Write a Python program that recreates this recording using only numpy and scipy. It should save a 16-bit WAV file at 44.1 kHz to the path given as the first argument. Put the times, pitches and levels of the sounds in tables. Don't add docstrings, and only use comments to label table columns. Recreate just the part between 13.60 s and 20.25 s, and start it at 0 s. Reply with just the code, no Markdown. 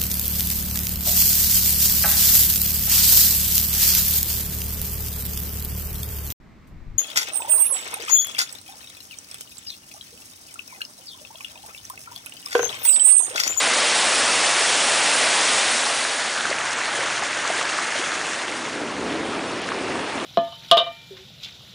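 import sys
import numpy as np
from scipy import signal
from scipy.io import wavfile

SR = 44100
rng = np.random.default_rng(int(sys.argv[2]) if len(sys.argv) > 2 else 0)


def pcm_store(signal):
    levels = np.round(np.clip(np.atleast_2d(signal), -1, 1) * 32767)
    wavfile.write(sys.argv[1], SR, levels.astype(np.int16).T)


def invert_db(level):
    return 10 ** (np.asarray(level, dtype=float) / 20)


N = 293265


def rms_one(x):
    return x / np.sqrt(np.mean(x ** 2) + 1e-20)


def bandpass(x, order, low_hz, high_hz):
    return signal.sosfilt(signal.butter(order, [low_hz, high_hz], "band", fs=SR, output="sos"), x)


def bandpass_centred(x, order, low_hz, high_hz):
    return signal.sosfiltfilt(signal.butter(order, [low_hz, high_hz], "band", fs=SR, output="sos"), x)


def highpass(x, order, hz):
    return signal.sosfilt(signal.butter(order, hz, "high", fs=SR, output="sos"), x)


def at_hz(points, hz):
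    point_hz, point_db = np.transpose(points)
    return np.interp(np.log(hz), np.log(point_hz), point_db)


def slow_drift(rate_hz):
    r = np.exp(-80 * np.pi * rate_hz / SR)
    settle = 2000
    noise = rng.standard_normal(N // 40 + 2 + settle)
    return rms_one(signal.lfilter([1], [1, -2 * r, r * r], noise)[settle:])


def filled(slow):
    return np.interp(np.arange(N) / 40, np.arange(len(slow)), slow)


def rush(colour, span, surge_db, flicker_db, flicker_rate, tilt_db=0):
    edges = 22 * 2 ** (np.arange(28) / 3)
    white = rng.standard_normal((2, N))
    surge = slow_drift(24)
    out = np.zeros(N)
    heard = slice(round(span[0] * SR), round(span[1] * SR))
    for k, (low, high) in enumerate(zip(edges, edges[1:])):
        hz = min(np.sqrt(low * high), 9800)
        band = bandpass(white[k % 2, heard], 2, low, high)
        spray = np.clip(np.log2(hz / 1500) / 2, 0, 1)
        level_db = at_hz(colour, hz) + spray * (tilt_db + surge_db * surge)
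        level_db = level_db + flicker_db * slow_drift(flicker_rate)
        out[heard] += band * filled(invert_db(level_db))[heard]
    out[heard] = rms_one(out[heard])
    return out


def bubbles(s, level_db, hz, cycles, rise):
    t = np.arange(1400)[None, :] / SR
    hz, cycles, rise = hz[:, None], np.maximum(cycles, .5)[:, None], rise[:, None]
    turns = hz * t
    swell = 1 - np.exp(-2.5 * turns)
    decay = invert_db(-60 * turns / cycles)
    tone = np.sin(2 * np.pi * turns * (1 + rise * turns))
    sound = invert_db(level_db)[:, None] * swell * decay * tone
    out = np.zeros(N + t.size)
    np.add.at(out, (s * SR).astype(int)[:, None] + np.arange(t.size), sound)
    return out[:N]


def gurgle(span, count, centre_hz, octaves, size_db, cycles):
    draw, scatter = rng.random((count, 4)), rng.standard_normal(count)
    s = span[0] + (span[1] - span[0]) * draw[:, 0]
    hz = np.clip(centre_hz * 2 ** (octaves * scatter), 350, 9800)
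    size = size_db * np.minimum(-np.log(1 - draw[:, 1]), 3)
    size += 5 * np.minimum(np.log2(hz / centre_hz), 0)
    out = bubbles(s, size, hz, cycles * (.5 + draw[:, 2]), 0.044 * draw[:, 3])
    return rms_one(out) * np.sqrt((span[1] - span[0]) * SR / N)


# (frequency [Hz], level per Hz [dB])
WIND_COLOUR = [(25, -29), (60, -16.5), (170, -15.5), (250, -4), (330, -0.5), (450, -6.5), (700, -10.5),
               (1500, -38.5)]
# (arrival [s], hold [s], level [dB])
GUSTS = [
    (5.203, .03, -30.5),
    (5.41, 0.26, -28.5),
    (5.78, .02, -30),
    (5.87, 0.074, -30.5),
    (6.198, .02, -29.5),
    (6.325, .04, -28.5),
    (6.64, .05, -30),
]


def wind():
    rise_db_per_s, fall_db_per_s = 67, 64
    t = np.arange(N) / SR
    level_db = -37 + 20 * np.minimum(t - 5, 0)
    for s, hold, db in GUSTS:
        before, after = np.maximum(s - t, 0), np.maximum(t - s - hold, 0)
        level_db = np.maximum(level_db, db - rise_db_per_s * before - fall_db_per_s * after)
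    level = invert_db(level_db + .5 * filled(slow_drift(25)))
    return level * rush(WIND_COLOUR, (FADES[1][0], N / SR), surge_db=-3, flicker_db=1.0, flicker_rate=18)


# (frequency [Hz], level per Hz [dB])
SHEET_COLOUR = [(30, -37), (150, -7.5), (400, -5), (800, -4.5), (1300, -5.5), (2500, -10), (4500, -17),
                (5600, -20.5), (7500, -24), (10000, -25.5)]


def far_sheet():
    swell_db_per_s = 1.1
    level_db = -30 + swell_db_per_s * np.maximum(np.arange(N) / SR - FADES[1][1], 0)
    hiss = rush(SHEET_COLOUR, (FADES[1][0], N / SR), surge_db=0.0, flicker_db=1.56, flicker_rate=17,
                tilt_db=0.8)
    babble = gurgle((4.4, 6.64), count=500, centre_hz=1700, octaves=.8, size_db=4.0, cycles=10)
    return invert_db(level_db) * (hiss + invert_db(-10.5) * babble)


# (frequency [Hz], level per Hz [dB])
TORRENT_COLOUR = [(18, -96), (30, -59), (59, -48), (94, -25), (114, -16), (168, -20), (260, -8.5),
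                  (393, -9), (565, -1.5), (1110, -3), (2000, -2), (9200, -9), (9900, -8), (12900, -37),
                  (21800, -120)]


def torrent():
    roar = rush(TORRENT_COLOUR, (0, FADES[0][1]), surge_db=0.1, flicker_db=0.68, flicker_rate=11)
    fizz = gurgle((0, 2.9), count=2500, centre_hz=1810, octaves=1.0, size_db=5.0, cycles=12.4)
    water = invert_db(-19) * (invert_db(0.92) * roar + invert_db(-17.5) * fizz)
    return highpass(water, 3, 80)


# (frequency [Hz], level per Hz [dB])
RUN_COLOUR = [(30, -38), (140, -15), (210, -15.5), (280, -9), (440, -9.5), (650, -4), (1050, -7),
              (1600, -2), (2300, -6), (3800, -10), (5000, -12.5), (6400, -10.5), (8000, -16), (9900, -16.5)]
# (time [s], level [dB])
RUN = [
    (2.4, -30),
    (2.7, -30),
    (3.1, -32),
    (3.45, -30.5),
    (3.68, -32.5),
    (4.0, -30.5),
    (4.28, -32),
    (4.6, -31.5),
    (5.1, -30),
]


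def gravel_run():
    pulse_s, pulse_db = np.transpose(RUN)
    level_db = np.interp(np.arange(N) / SR, pulse_s, pulse_db)
    hiss = rush(RUN_COLOUR, (FADES[0][0], FADES[1][1]), surge_db=1.0, flicker_db=0.97, flicker_rate=17,
                tilt_db=-1.4)
    babble = gurgle((1.9, 5.45), count=900, centre_hz=1513, octaves=0.616, size_db=2.0, cycles=14.5)
    crackle = gurgle((1.9, 5.45), count=700, centre_hz=6500, octaves=.45, size_db=2.5, cycles=18.0)
    return invert_db(level_db + 6.0) * (hiss + invert_db(-7.5) * babble + invert_db(-15) * crackle)


def singles(rows, cycles, rise):
    s, level_db, hz = np.transpose(rows)
    return bubbles(s, level_db, hz, np.full(len(s), cycles), np.full(len(s), rise))


# (time [s], peak [dB], centre [Hz])
TICKS = [(2.9016, -21, 5000), (2.9834, -26, 6400), (3.1092, -19, 5600), (3.119, -20, 6500),
         (3.1292, -19, 7000), (3.1294, -21, 9600), (3.2554, -23, 6300), (3.7836, -24, 6500),
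         (3.876, -12.5, 5900), (4.028, -13.5, 5600), (4.689, -23, 6300), (5.441, -24, 5500),
         (5.5441, -32, 5200), (5.9507, -35, 4500), (6.017, -23, 9000), (6.0885, -24, 4800),
         (6.3453, -27, 4500)]


def splash_ticks():
    t60_s, spread = 0.011, 1.34
    out, t = np.zeros(N), np.arange(500) / SR
    for (s, db, hz), noise in zip(TICKS, rng.standard_normal((len(TICKS), t.size))):
        burst = bandpass(noise * invert_db(-60 * t / t60_s), 2, hz / spread, min(hz * spread, 12000))
        out[round(s * SR):][:t.size] += invert_db(db - 2.0) * burst / np.abs(burst).max()
    return out


# (time [s], peak [dB], pitch [Hz])
DROPS = [(2.31, -11, 1460), (2.451, -5.5, 1460), (2.7785, -9, 1170), (2.9163, -13.5, 1170),
         (2.9263, -8, 2480), (2.9852, -6, 2480), (3.2562, -9, 4170), (4.0127, -9, 2480),
         (4.0744, -13, 1980), (4.186, -12, 1700), (4.3213, -10, 2670), (4.4703, -14, 1270),
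         (4.5195, -12, 1260), (4.614, -11, 1690), (4.818, -11, 2880), (4.9239, -12, 1950),
         (5.0803, -15, 1010), (5.5227, -20, 1580), (5.6281, -24, 1170), (5.9704, -15, 2480),
         (6.0892, -7, 1600), (6.1185, -7.5, 1090), (6.1235, -13, 2300), (6.1883, -15, 2670),
         (6.3935, -15, 3350)]


def plopping_drops():
    return singles(DROPS, cycles=8.9, rise=0.019)


# (time [s], peak [dB], pitch [Hz])
BUBBLES = [(2.8076, -15, 1180), (2.8087, -10, 3040), (2.8535, -10, 1300), (2.9033, -12, 4170),
           (2.9114, -14, 527), (2.928, -11, 1690), (3.0095, -14, 2670), (3.0554, -18, 930),
           (2.895, -24, 333), (3.2561, -13, 1830), (3.3892, -17, 480), (3.4067, -12, 1700),
           (3.4136, -23, 470), (3.4717, -12, 1560), (3.6247, -16.5, 704), (3.7301, -14, 2310),
           (3.85, -14, 990), (3.9011, -11.5, 597), (3.9937, -14, 1700), (4.012, -13, 1070),
           (4.054, -14, 4230), (4.1871, -11, 1080), (4.3555, -19, 596), (4.3933, -23, 305),
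           (4.4404, -13, 2860), (4.881, -18, 2820), (5.0526, -17, 1890), (5.2136, -23, 636),
           (3.77, -21, 473), (6.3543, -15.5, 925)]


def ringing_bubbles():
    return singles(BUBBLES, cycles=21, rise=0.029)


# (start [s], end [s])
FADES = [
    (1.98, 3.05),
    (4.45, 5.486),
]


def scene():
    t = np.arange(N) / SR
    first, second = (np.clip((t - a) / (b - a), 0, 1) for a, b in FADES)
    near = ringing_bubbles() + plopping_drops() + splash_ticks()
    water = (1 - first) * torrent() + first * (1 - second) * gravel_run() + second * far_sheet()
    mix = water + wind() * (second > 0)
    return np.tile(mix + near, (2, 1))


def around(s, size):
    return slice(round(s * SR) - size // 2, round(s * SR) + size // 2)


def drop_patches(x, rows, half_s, depth):
    out, t = x.copy(), np.arange(-1300, 1300) / SR
    for s, low_hz, high_hz in rows:
        near = around(s, t.size)
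        patch = bandpass_centred(out[near], 3, low_hz, high_hz)
        out[near] -= depth * patch * np.exp(-(t / half_s) ** 4)
    return out


def stray_dropouts(x):
    early, width_hz = 1.6, 640
    stray = rng.random((320, 2)) ** [early, 1] * [N / SR - .1, 4700] + [.05, 4600]
    return drop_patches(x, [(s, hz, hz + width_hz) for s, hz in stray], half_s=0.0026, depth=1)


# (time [s], low [Hz], high [Hz])
DROPOUTS = [
    (3.101, 5300, 7000),
    (3.153, 5900, 7200),
    (3.143, 9600, 10400),
    (3.16, 9300, 10400),
    (3.175, 9700, 10400),
    (6.007, 7500, 10400),
    (6.029, 7500, 10400),
    (6.109, 4900, 6000),
]


def splash_dropouts(x):
    return drop_patches(x, DROPOUTS, half_s=0.0055, depth=0.9)


# (time [s], low [Hz], high [Hz])
NOISE_FILLS = [
    (0.85, 5600, 7700),
    (1.035, 4100, 7000),
    (3.29, 6900, 8400),
    (5.89, 5200, 6400),
    (6.61, 7600, 9100),
]


def noise_fill(x):
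    side, t = np.zeros(N), np.arange(-1300, 1300) / SR
    for (s, low_hz, high_hz), noise in zip(NOISE_FILLS, rng.standard_normal((len(NOISE_FILLS), t.size))):
        near = around(s, t.size)
        level = np.std(bandpass_centred(x[near], 6, low_hz, high_hz)) * invert_db(-3.5)
        hiss = rms_one(bandpass_centred(noise, 6, low_hz, high_hz))
        side[near] = level * hiss * np.exp(-(t / 0.017) ** 4)
    return side


def band_limit(x):
    return signal.sosfilt(signal.butter(12, 11210, fs=SR, output="sos"), x)


def record(dry):
    x = .8 * np.tanh(dry[0] / .8)
    x = highpass(x, 2, 50)
    x = highpass(x, 2, 45)
    x = splash_dropouts(stray_dropouts(x))
    x = signal.sosfilt(signal.ellip(14, .3, 85, 10030, fs=SR, output="sos"), x)
    return band_limit(x + noise_fill(x) * [[1], [-1]])


dry = scene()
out = record(dry)
pcm_store(out)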